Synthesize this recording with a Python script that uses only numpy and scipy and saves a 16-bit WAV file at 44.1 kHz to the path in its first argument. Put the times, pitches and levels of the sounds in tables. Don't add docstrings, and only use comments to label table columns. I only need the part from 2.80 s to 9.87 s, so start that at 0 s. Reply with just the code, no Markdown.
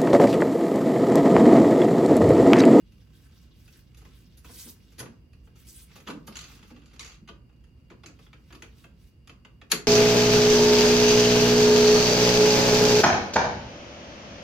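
import sys
import numpy as np
from scipy import signal
from scipy.io import wavfile

SR = 44100
rng = np.random.default_rng(int(sys.argv[2]) if len(sys.argv) > 2 else 0)


def log_audio(samples):
    frames = np.atleast_2d(samples).T
    limited = np.clip(frames, -1, 1)
    pcm = np.round(limited * 32767).astype(np.int16)
    wavfile.write(sys.argv[1], SR, pcm)


N = 311787

EVENT_T = np.arange(int(.25 * SR)) / SR


def amp(db):
    return 10 ** (np.asarray(db) / 20)


def unit_energy(x):
    return x / np.sqrt(np.mean(np.sum(x ** 2, axis=-1)) + 1e-30)


def unit_rms(x):
    return np.sqrt(N) * unit_energy(x)


def at_hz(points, hz):
    f, value = np.transpose(points)
    return np.interp(np.log(hz), np.log(f), value)


def level_curve(points):
    return amp(np.interp(np.arange(N) / SR, *np.transpose(points)))


def band(x, low, high, order=2):
    return signal.sosfilt(signal.butter(order, [low, high], "band", fs=SR, output="sos"), x)


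def resonance(x, hz, width):
    r = np.exp(-np.pi * width / SR)
    feed = np.array([1, 0, -1]) * (1 - r * r) / 2
    return signal.lfilter(feed, [1, -2 * r * np.cos(2 * np.pi * hz / SR), r * r], x)


def drift(rate):
    knots = rng.standard_normal(int(rate * N / SR) + 2)
    return np.interp(np.arange(N) * rate / SR, np.arange(len(knots)), knots)


def add(track, s, sound):
    start = int(s * SR)
    track[start:start + len(sound)] += sound[:N - start]


# pitch_hz, likeness (-1 to 1)
EAR_LIKENESS = [(60, 0.93), (130, 0.92), (300, 0.62), (650, 0.3), (1400, 0.11), (3000, 0.063),
                (7000, -0.094), (15000, -0.23)]


def diffuse_bands(size):
    edges = 22.5 * 2 ** np.arange(0, 9.6, .5)
    white = rng.standard_normal((2, 2, size))
    for k, (low, high) in enumerate(zip(edges, edges[1:])):
        mid, side = band(white[k % 2], low, high)
        hz = np.sqrt(low * high)
        alike = np.clip(at_hz(EAR_LIKENESS, hz), -1, 1)
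        yield hz, np.sqrt(1 + alike) * mid + np.sqrt(1 - alike) * side * [[1], [-1]]


def coloured(spectrum):
    return unit_rms(sum(amp(at_hz(spectrum, hz)) * noise for hz, noise in diffuse_bands(N)))


def narrow_noise(hz, width, channels):
    noise = rng.standard_normal((channels, N))
    return unit_rms(resonance(resonance(noise, hz, width), hz, width))


# pitch_hz, time to fall by 60 dB (t60_s)
ROOM_DECAY = [(100, 0.73), (300, 0.47), (1000, 0.41), (3000, 0.22), (6000, 0.28), (12000, 0.16)]
REFLECT_ABOVE_HZ = 350


def room_response(direct_db, early_db, early_s, tail_db):
    t = np.arange(int(.6 * SR)) / SR
    tail = 0
    for hz, noise in diffuse_bands(len(t)):
        fade = (1 - np.exp(-t / 0.00076)) * amp(-60 * t / at_hz(ROOM_DECAY, hz))
        tail = tail + np.sqrt(hz) * unit_energy(noise * fade)
    early = 0
    for hz, noise in diffuse_bands(len(t)):
        reflected = hz / np.hypot(hz, REFLECT_ABOVE_HZ)
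        early = early + np.sqrt(hz) * reflected * unit_energy(noise * np.exp(-t / early_s))
    response = amp(early_db) * unit_energy(early) + amp(tail_db) * unit_energy(tail)
    response[0, 1] += amp(direct_db)
    response[1, 0] += amp(direct_db)
    return response


def in_room(x, response):
    return signal.fftconvolve(x[None], response, axes=1)[:, :N]


# pitch_hz, relative level_db per Hz
RUMBLE_SPECTRUM = [(15, -51), (25, -45), (40, -13.5), (60, 6), (77, -9.5), (87, 0.5), (128, -5.5),
                   (189, -7.5), (288, -17.5), (361, -20), (487, -26.5), (591, -72), (900, -43), (1170, -59),
                   (1980, -120)]
# pitch_hz, relative level_db per Hz
HISS_SPECTRUM = [(400, -15), (620, 1), (850, 24.5), (1500, 19.5), (2700, 24.5), (3100, -19), (3700, -47),
                 (4700, -3), (5600, -3), (8000, -57), (16000, -25)]
# (pitch_hz, width_hz)
DRONE_BAND, WHINE_BAND, GRILLE_BAND = (61, 24), (2824, 130), (4720, 600)


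def ventilation(rumble_db, hiss_db, whine_db, whistle_db, grille_db, drone_db):
    rumble = amp(rumble_db) * coloured(RUMBLE_SPECTRUM)
    drone = amp(drone_db) * narrow_noise(*DRONE_BAND, channels=1)
    whine = amp(whine_db) * narrow_noise(*WHINE_BAND, channels=2)
    grille = amp(grille_db) * narrow_noise(*GRILLE_BAND, channels=2)
    whistle = amp(whistle_db) * np.sin(2 * np.pi * WHINE_BAND[0] * np.arange(N) / SR)
    left_right = amp([[-1.1], [.9]])
    return (rumble + drone + whine + grille + whistle) * left_right + amp(hiss_db) * coloured(HISS_SPECTRUM)


FOLDS_PER_S, FOLD_S, FOLD_DB = 60, .005, 3
CREASES_PER_S, CREASE_BAND_HZ = 110, (1500, 6500)


def friction(spectrum, grain_db, flutter_db, patchy_db, crackle_db):
    grain = amp(grain_db * drift(700) + flutter_db * drift(28))
    folds = 0
    for hz, noise in diffuse_bands(N):
        starts = (rng.random(N) < FOLDS_PER_S / SR) * rng.random(N)
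        buckles = signal.lfilter([1], [1, -np.exp(-1 / (FOLD_S * SR))], starts + 1e-18)
        patches = amp(at_hz(spectrum, hz) + patchy_db * drift(35))
        folds = folds + patches * (1 + amp(FOLD_DB) * buckles) * noise[0]
    snaps = (rng.random(N) < CREASES_PER_S / SR) * rng.standard_normal(N)
    crackle = band(snaps + 1e-18, *CREASE_BAND_HZ)
    return unit_rms(unit_energy(grain * folds) + amp(crackle_db) * unit_energy(crackle))


STROKE_ATTACK_S, STROKE_ATTACK_SHARE = 0.01, .22
STROKE_SAG_DB_PER_S, STROKE_RELEASE_S = 20.5, 0.02


def stroke(start, length):
    age = np.maximum(np.arange(N) / SR - start, 0)
    attack = STROKE_ATTACK_S + STROKE_ATTACK_SHARE * length
    swell = 1 - np.exp(-np.minimum(age / attack, 10) ** 2)
    sag = amp(-STROKE_SAG_DB_PER_S * np.minimum(age, length))
    release = np.exp(-np.maximum(age - length, 0) / STROKE_RELEASE_S)
    return swell * sag * release


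# start_s, length_s, rub_db (clothes rubbing), slide_db (sheet on plastic)
CLOTH_STROKES = [(0.06, 0.24, -75, -77), (0.28, 0.19, -62.5, -68.5), (0.46, 0.19, -66, -73),
                 (0.717, 0.16, -64.5, -65.5), (0.865, 0.13, -61, -65), (1.142, 0.23, -63.5, -80),
                 (1.33, 0.09, -65, -64), (1.624, 0.092, -54, -56), (1.706, 0.095, -57, -43.5),
                 (1.782, 0.11, -58.5, -43.5), (2.01, 0.04, -78, -73), (2.62, 0.05, -86, -75.5),
                 (2.744, 0.094, -63, -62), (2.834, 0.087, -63, -49), (2.916, 0.11, -60, -50.5),
                 (3.04, 0.29, -58.5, -79), (3.488, .15, -60, -74), (3.643, .11, -59, -59),
                 (3.745, 0.17, -66.5, -80), (5.376, 0.08, -63.5, -76), (5.594, 0.28, -67, -77),
                 (5.93, 0.11, -62.5, -69), (6.156, 0.13, -63.5, -70.5)]
# time_s, level_db
CLOTHES_RUSTLE = [(0, -73), (2.2, -68), (2.45, -82), (2.901, -72), (3.9, -71.5), (4.1, -84), (4.25, -70),
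                  (4.5, -94), (5.3, -76), (5.9, -71.5), (6.4, -82.5)]
# pitch_hz, relative level_db per Hz
RUB_SPECTRUM = [(150, -10), (300, 25), (650, -4.5), (1300, 14.5), (2600, 14.5), (5000, 14.5), (7000, 3),
                (10000, 1), (16000, 10)]
# pitch_hz, relative level_db per Hz
SLIDE_SPECTRUM = [(200, -22), (1000, -23), (2500, -12), (4700, -3.5), (6500, -4), (8500, -5), (11000, 1),
                  (15500, -4.5)]


def cloth():
    rub, slide = level_curve(CLOTHES_RUSTLE) ** 2, 0
    for start, length, rub_db, slide_db in CLOTH_STROKES:
        power = stroke(start, length) ** 2
        rub = rub + amp(rub_db) ** 2 * power
        slide = slide + amp(slide_db) ** 2 * power
    clothes = np.sqrt(rub) * friction(RUB_SPECTRUM, grain_db=2.6, flutter_db=1.6, patchy_db=2.8, crackle_db=-12.0)
    sheet = np.sqrt(slide) * friction(SLIDE_SPECTRUM, grain_db=3.0, flutter_db=1.6, patchy_db=3.5, crackle_db=-20.0)
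    return clothes + sheet


# pitch_hz, width_hz, relative level_db
RAIL_RING = [(1183, 170, 2.5), (1449, 130, 4), (1626, 36, 0.5), (2074, 63, 3.5), (2490, 90, 4.5),
             (2680, 190, 8.5), (3160, 115, 3.5), (4210, 83, 3), (4730, 580, 8.5), (6570, 970, 7.5),
             (10260, 1000, 13), (11600, 1100, 8)]
MODE_SHIFT_OCTAVES = .04
# pitch_hz, width_hz, relative level_db
FRAME_RING = [(142, 76, 1), (177, 31, -2.5), (229, 56, 2.5), (314, 59, 1), (413, 58, -3), (495, 90, -14)]
FRAME_TILT = 0.29
# low_hz, high_hz
REGISTERS = [(120, 574), (630, 1028), (1080, 1860), (2000, 3696), (3950, 7500), (9200, 13500)]
WEIGHT_SHARE, EDGE_SHARE = (1, .9, .5, 0, 0, 0), (0, 0, 0, 0, .5, 1)


def ring_rail(chatter, ring_db, scatter_db):
    shell = chatter
    for hz, width, db in RAIL_RING:
        gain = amp(ring_db + db + scatter_db * rng.standard_normal())
        shifted_hz = hz * 2 ** (MODE_SHIFT_OCTAVES * rng.standard_normal())
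        shell = shell + gain * resonance(chatter, shifted_hz, width)
    return shell


def ring_frame(sway, weight_db):
    body = 0
    for hz, width, db in FRAME_RING:
        octaves_up = np.log2(hz / FRAME_RING[0][0])
        body = body + amp(db - FRAME_TILT * weight_db * octaves_up) * unit_energy(resonance(sway, hz, width))
    return body


def blows(rows, colour_db, ring_db, bite, body_swell_s, scatter_db):
    track = np.zeros(N)
    filters = [signal.butter(4, zone, "band", fs=SR, output="sos") for zone in REGISTERS]
    for s, level_db, weight_db, edge_db, contact_s in rows:
        chatter, sway = rng.standard_normal((2, len(EVENT_T)))
        age = EVENT_T / max(contact_s, 1 / 2 ** 11)
        chatter = chatter * (1 - np.exp(-bite * age)) ** 2 * np.exp(-age) + 1e-18
        sway = sway * EVENT_T ** 2 * np.exp(-EVENT_T / body_swell_s)
        shell = ring_rail(chatter, ring_db, scatter_db)
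        body = ring_frame(sway, weight_db)
        zone_db = np.array(colour_db) + weight_db * np.array(WEIGHT_SHARE) + edge_db * np.array(EDGE_SHARE)
        parts = [signal.sosfilt(sos, shell if k else body) for k, sos in enumerate(filters)]
        sound = sum(amp(db) * unit_energy(part) for db, part in zip(zone_db, parts))
        add(track, s - contact_s / bite, amp(level_db) * sound)
    return track


def along_rail(rows, count):
    return [rows[k::count] for k in range(count)]


# time_s, level_db, edge_db (lifts the highs)
GLOVE_BRUSHES = [(1.172, -37, 2), (1.573, -41.5, 10), (2.118, -40.5, -3), (2.183, -25.5, 0),
                 (2.757, -38.5, -4), (3.157, -30, -4), (3.267, -25.5, -17), (3.470, -32.5, 8),
                 (3.875, -45.5, 3.5), (4.133, -33.5, -11)]
BRUSH_COLOUR = [3.5, -9.5, -2, -0.5, 3.5, 2]
BRUSH_CONTACT_S = 0.013


def brushes():
    return [(s, db, 0, edge, BRUSH_CONTACT_S) for s, db, edge in GLOVE_BRUSHES]


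# time_s, level_db
ARM_SCRAPE = [(3.44, -120), (3.51, -56.5), (3.63, -59), (3.78, -63), (3.93, -65), (4.08, -69.5),
              (4.17, -60), (4.31, -59), (4.38, -69.5), (4.5, -120)]
SCRAPE_GRAINS_PER_S, SCRAPE_GRAIN_DB, SCRAPE_BAND_HZ = 520, 3.2, (650, 4000)


def scrape(ring_db, flutter_db, bunching_db):
    sizes = amp(SCRAPE_GRAIN_DB * np.minimum(rng.exponential(1, N), 4)) * rng.choice([-1, 1], N)
    caught = rng.random(N) < SCRAPE_GRAINS_PER_S * amp(bunching_db * drift(45)) / SR
    grains = sizes * caught + 1e-18
    shell = grains
    for hz, width, db in RAIL_RING:
        shell = shell + amp(ring_db + db + flutter_db * drift(25)) * resonance(grains, hz, width)
    return level_curve(ARM_SCRAPE) * unit_rms(band(shell, *SCRAPE_BAND_HZ))


# time_s, level_db, pitch_hz
FRAME_BOOMS = [(1.864, -37, 241), (1.875, -44.5, 319), (2.207, -30.5, 122), (2.293, -37, 219),
               (3.294, -33.5, 159), (3.328, -30.5, 296.4), (3.359, -31.5, 215), (3.419, -39, 172),
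               (3.496, -36, 211), (3.834, -38.5, 194), (3.915, -40, 297), (3.925, -36, 246),
               (3.95, -40, 289), (3.975, -45, 250), (4.426, -36, 195), (4.445, -44, 216), (4.5, -39, 193),
               (5.115, -41, 346), (5.25, -45, 347), (5.275, -44, 275), (5.305, -44, 262), (5.735, -42, 380),
               (5.835, -45, 342), (6.932, -22.5, 426), (6.936, -28, 335), (6.955, -30, 178)]
BOOM_OVERTONE_RATIO = (1.355, 1.8)


def frame_booms(swell_s, t60, overtone_db):
    track = np.zeros(N)
    swell, decay = 1 - np.exp(-EVENT_T / swell_s), amp(-60 * EVENT_T / t60)
    for s, db, hz in FRAME_BOOMS:
        phase = 2 * np.pi * hz * EVENT_T
        overtone = amp(overtone_db) * decay * np.sin(rng.uniform(*BOOM_OVERTONE_RATIO) * phase)
        add(track, s - swell_s, amp(db) * swell * decay * (np.sin(phase) + overtone))
    return track


# start_s, end_s, level_db
LOOSE_PARTS = [(0.15, 0.66, -50), (3.66, 3.82, -38), (3.85, 4.14, -45), (4.689, 5.05, -53.5)]
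TICK_GAP_S, TICK_SPREAD_DB, TICK_CONTACT_S = .05, 1, 0.00306


def ticks():
    rows = []
    for start, end, db in LOOSE_PARTS:
        for slot in np.arange(start, end, TICK_GAP_S):
            s = slot + TICK_GAP_S * rng.random()
            rows.append((s, db + TICK_SPREAD_DB * rng.standard_normal(), 0, 0, TICK_CONTACT_S))
    return rows


# time_s, level_db, weight_db (lifts the lows), edge_db (lifts the highs)
RAIL_KNOCKS = [(0.121, -44.5, -8, 10), (0.879, -33, -10.5, -1), (1.146, -37.5, -13, 8),
               (1.215, -40, 6.5, 7), (1.251, -37, 6, 7), (1.646, -31, 3, 7), (1.693, -35.5, 9.5, 2),
               (1.868, -41.5, 11.5, -8), (2.192, -23.5, -1, 19), (2.201, -22, 5.5, 18),
               (2.227, -30, 8.5, -8), (2.257, -29, 5, -17), (2.532, -39.5, -7.5, 3.5),
               (2.672, -42.5, 7.5, -18), (3.103, -41, 2, -18), (3.115, -36, -5.5, -5),
               (3.157, -32.5, 3.5, 2), (3.18, -37, 3, 3), (3.202, -34.5, 0, 7), (3.273, -16.5, -1.5, -8),
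               (3.282, -22, 10.5, 6), (3.301, -19, 5, -0.5), (3.476, -24.5, 5, 0), (3.713, -36, -5, 8),
               (3.828, -31, -3, -2), (3.904, -36.5, 9, 1), (3.963, -36, 2, -15), (4.021, -40, -2.5, -22),
               (4.111, -42, -0.5, -12), (4.162, -37, 0, -8), (4.476, -28, -8, -6), (4.487, -21.5, -1.5, -9),
               (4.694, -47, 4.5, -12), (4.84, -44, -3, 5), (5.102, -30, 1, -7.5), (5.116, -36, 9, -10),
               (5.235, -28, 2, -2), (5.29, -40.5, 9, -4), (5.39, -37, 4, 3), (5.465, -35, -4.5, -19),
               (5.531, -28, -3.5, -13), (5.704, -33, 3.5, -21), (5.726, -28, 0, 2), (5.749, -30, 2, 6),
               (5.822, -20, -9.5, 0), (5.839, -31.5, -0.5, -14), (6.042, -28.5, -1, -11),
               (6.474, -29.5, -8.5, 5.5), (6.495, -25, -4, -8), (6.649, -26.5, -3, -12),
               (6.815, -26.5, -2, -13)]
KNOCK_COLOUR = [3.3, -5.5, -1, 0, -6, -14.5]
KNOCK_CONTACT_S, CONTACT_PER_WEIGHT = .0042, .45


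def knocks():
    rows = []
    for s, db, weight, edge in RAIL_KNOCKS:
        rows.append((s, db, weight, edge, KNOCK_CONTACT_S * amp(CONTACT_PER_WEIGHT * weight)))
    return rows


# time_s, level_db, edge_db (lifts the highs)
HINGE_SLIPS = [(3.5553, -18, -2), (3.568, -18, 3.5), (3.589, -21, 3), (3.61, -23, 3), (3.628, -26, -5),
               (3.641, -24, -4), (3.652, -28.5, -4), (3.68, -33, -4), (3.775, -36, -6), (4.058, -40, 5),
               (4.194, -18, 1.5), (4.207, -19, -4), (4.228, -22, -4), (4.246, -22, -3), (4.261, -25.5, 3),
               (4.277, -27, -3), (4.297, -29.5, -4), (4.318, -30.5, -5), (4.343, -34, -6), (5.26, -22, -1)]
SLIP_COLOUR = [-10.5, -16, -8, -2, -0.5, -14]
SLIP_CONTACT_S = .0018


def slips():
    return [(s, db, 0, edge, SLIP_CONTACT_S) for s, db, edge in HINGE_SLIPS]


# pitch_hz, relative level_db, time to fall by 60 dB (t60_s)
LATCH_RING = [(1457, -5, .13), (1656, -3, .14), (2085, -5, .12), (2490, 2, .1), (2640, -1, 0.079),
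              (3420, -8, .07), (4670, -3, .08), (4880, -4, .08), (6800, -8, .08), (7150, -2, 0.061)]
LATCH_SEATS_S, LATCH_RING_DB = 6.918, -33


def latch_ring(swell_s):
    track = np.zeros(N)
    modes = 0
    for hz, db, t60 in LATCH_RING:
        tone = np.sin(2 * np.pi * (hz * EVENT_T + rng.random()))
        modes = modes + amp(db - 60 * EVENT_T / t60) * tone
    swell = 1 - np.exp(-EVENT_T / swell_s)
    add(track, LATCH_SEATS_S - swell_s, amp(LATCH_RING_DB) * swell * modes)
    return track


# time_s, level_db, weight_db (lifts the lows), edge_db (lifts the highs), contact_s
LATCH_CONTACTS = [(6.902, -18, 5, 0, 0.019), (6.913, -6.5, 0, 2, 0.0072),
                  (6.9164, -1.5, -3.5, 9.5, 0.00089), (6.9187, 4.5, -2, -1, 0.00083),
                  (6.9202, -2.5, 6, -5, 0.0018), (6.933, -12, 7, 0, 0.002), (6.946, -12, 5, 2, 0.0019)]
LATCH_COLOUR = [-8, -16.5, -7, -1.7, -0.7, -6]


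def latch_snap():
    total = np.zeros((2, N))
    for contact in LATCH_CONTACTS:
        snap = blows([contact], LATCH_COLOUR, ring_db=-5.5, bite=3.53, body_swell_s=0.0056, scatter_db=3.0)
        response = room_response(direct_db=-6.5, early_db=-4.5, early_s=0.0062, tail_db=-7.5)
        total += amp([[.9], [-.9]]) * in_room(snap, response)
    return total


def scene():
    air = ventilation(rumble_db=-55.0, hiss_db=-77.5, whine_db=-80.0, whistle_db=-79.5, grille_db=-83.0, drone_db=-58.0)
    cloth_path = room_response(direct_db=-3.5, early_db=-5.5, early_s=0.0057, tail_db=-6.5)
    handling = in_room(cloth(), cloth_path)

    gloves = blows(brushes(), BRUSH_COLOUR, ring_db=-15.0, bite=3.0, body_swell_s=0.0034, scatter_db=0.0)
    arms = scrape(ring_db=-2.0, flutter_db=5.0, bunching_db=4.5)
    handling += in_room(gloves + arms, room_response(direct_db=-4.0, early_db=-5.0, early_s=0.005, tail_db=-6.0))

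    tones = frame_booms(swell_s=0.00464, t60=0.098, overtone_db=-8.0) + latch_ring(swell_s=0.00119)
    handling += in_room(tones, room_response(direct_db=-1.5, early_db=-9.0, early_s=0.0074, tail_db=-6.0))

    for contacts in along_rail(knocks() + ticks(), count=5):
        rail = blows(contacts, KNOCK_COLOUR, ring_db=-3.5, bite=1.6, body_swell_s=0.006, scatter_db=4.0)
        handling += in_room(rail, room_response(direct_db=-2.5, early_db=-4.0, early_s=0.0077, tail_db=-3.5))
    for contacts in along_rail(slips(), count=2):
        hinge = blows(contacts, SLIP_COLOUR, ring_db=-8.0, bite=2.5, body_swell_s=0.0057, scatter_db=4.0)
        handling += in_room(hinge, room_response(direct_db=-4.0, early_db=-3.5, early_s=0.008, tail_db=-2.0))
    handling += latch_snap()
    return handling * amp([[-.4], [.4]]) + air


MIC_HISS_DB, CUTOFF_HZ = -82, 15900


def record(dry):
    heard = dry + amp(MIC_HISS_DB) * rng.standard_normal(dry.shape)
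    return signal.sosfilt(signal.ellip(10, .1, 80, CUTOFF_HZ, fs=SR, output="sos"), heard)


dry = scene()
out = record(dry)
log_audio(out)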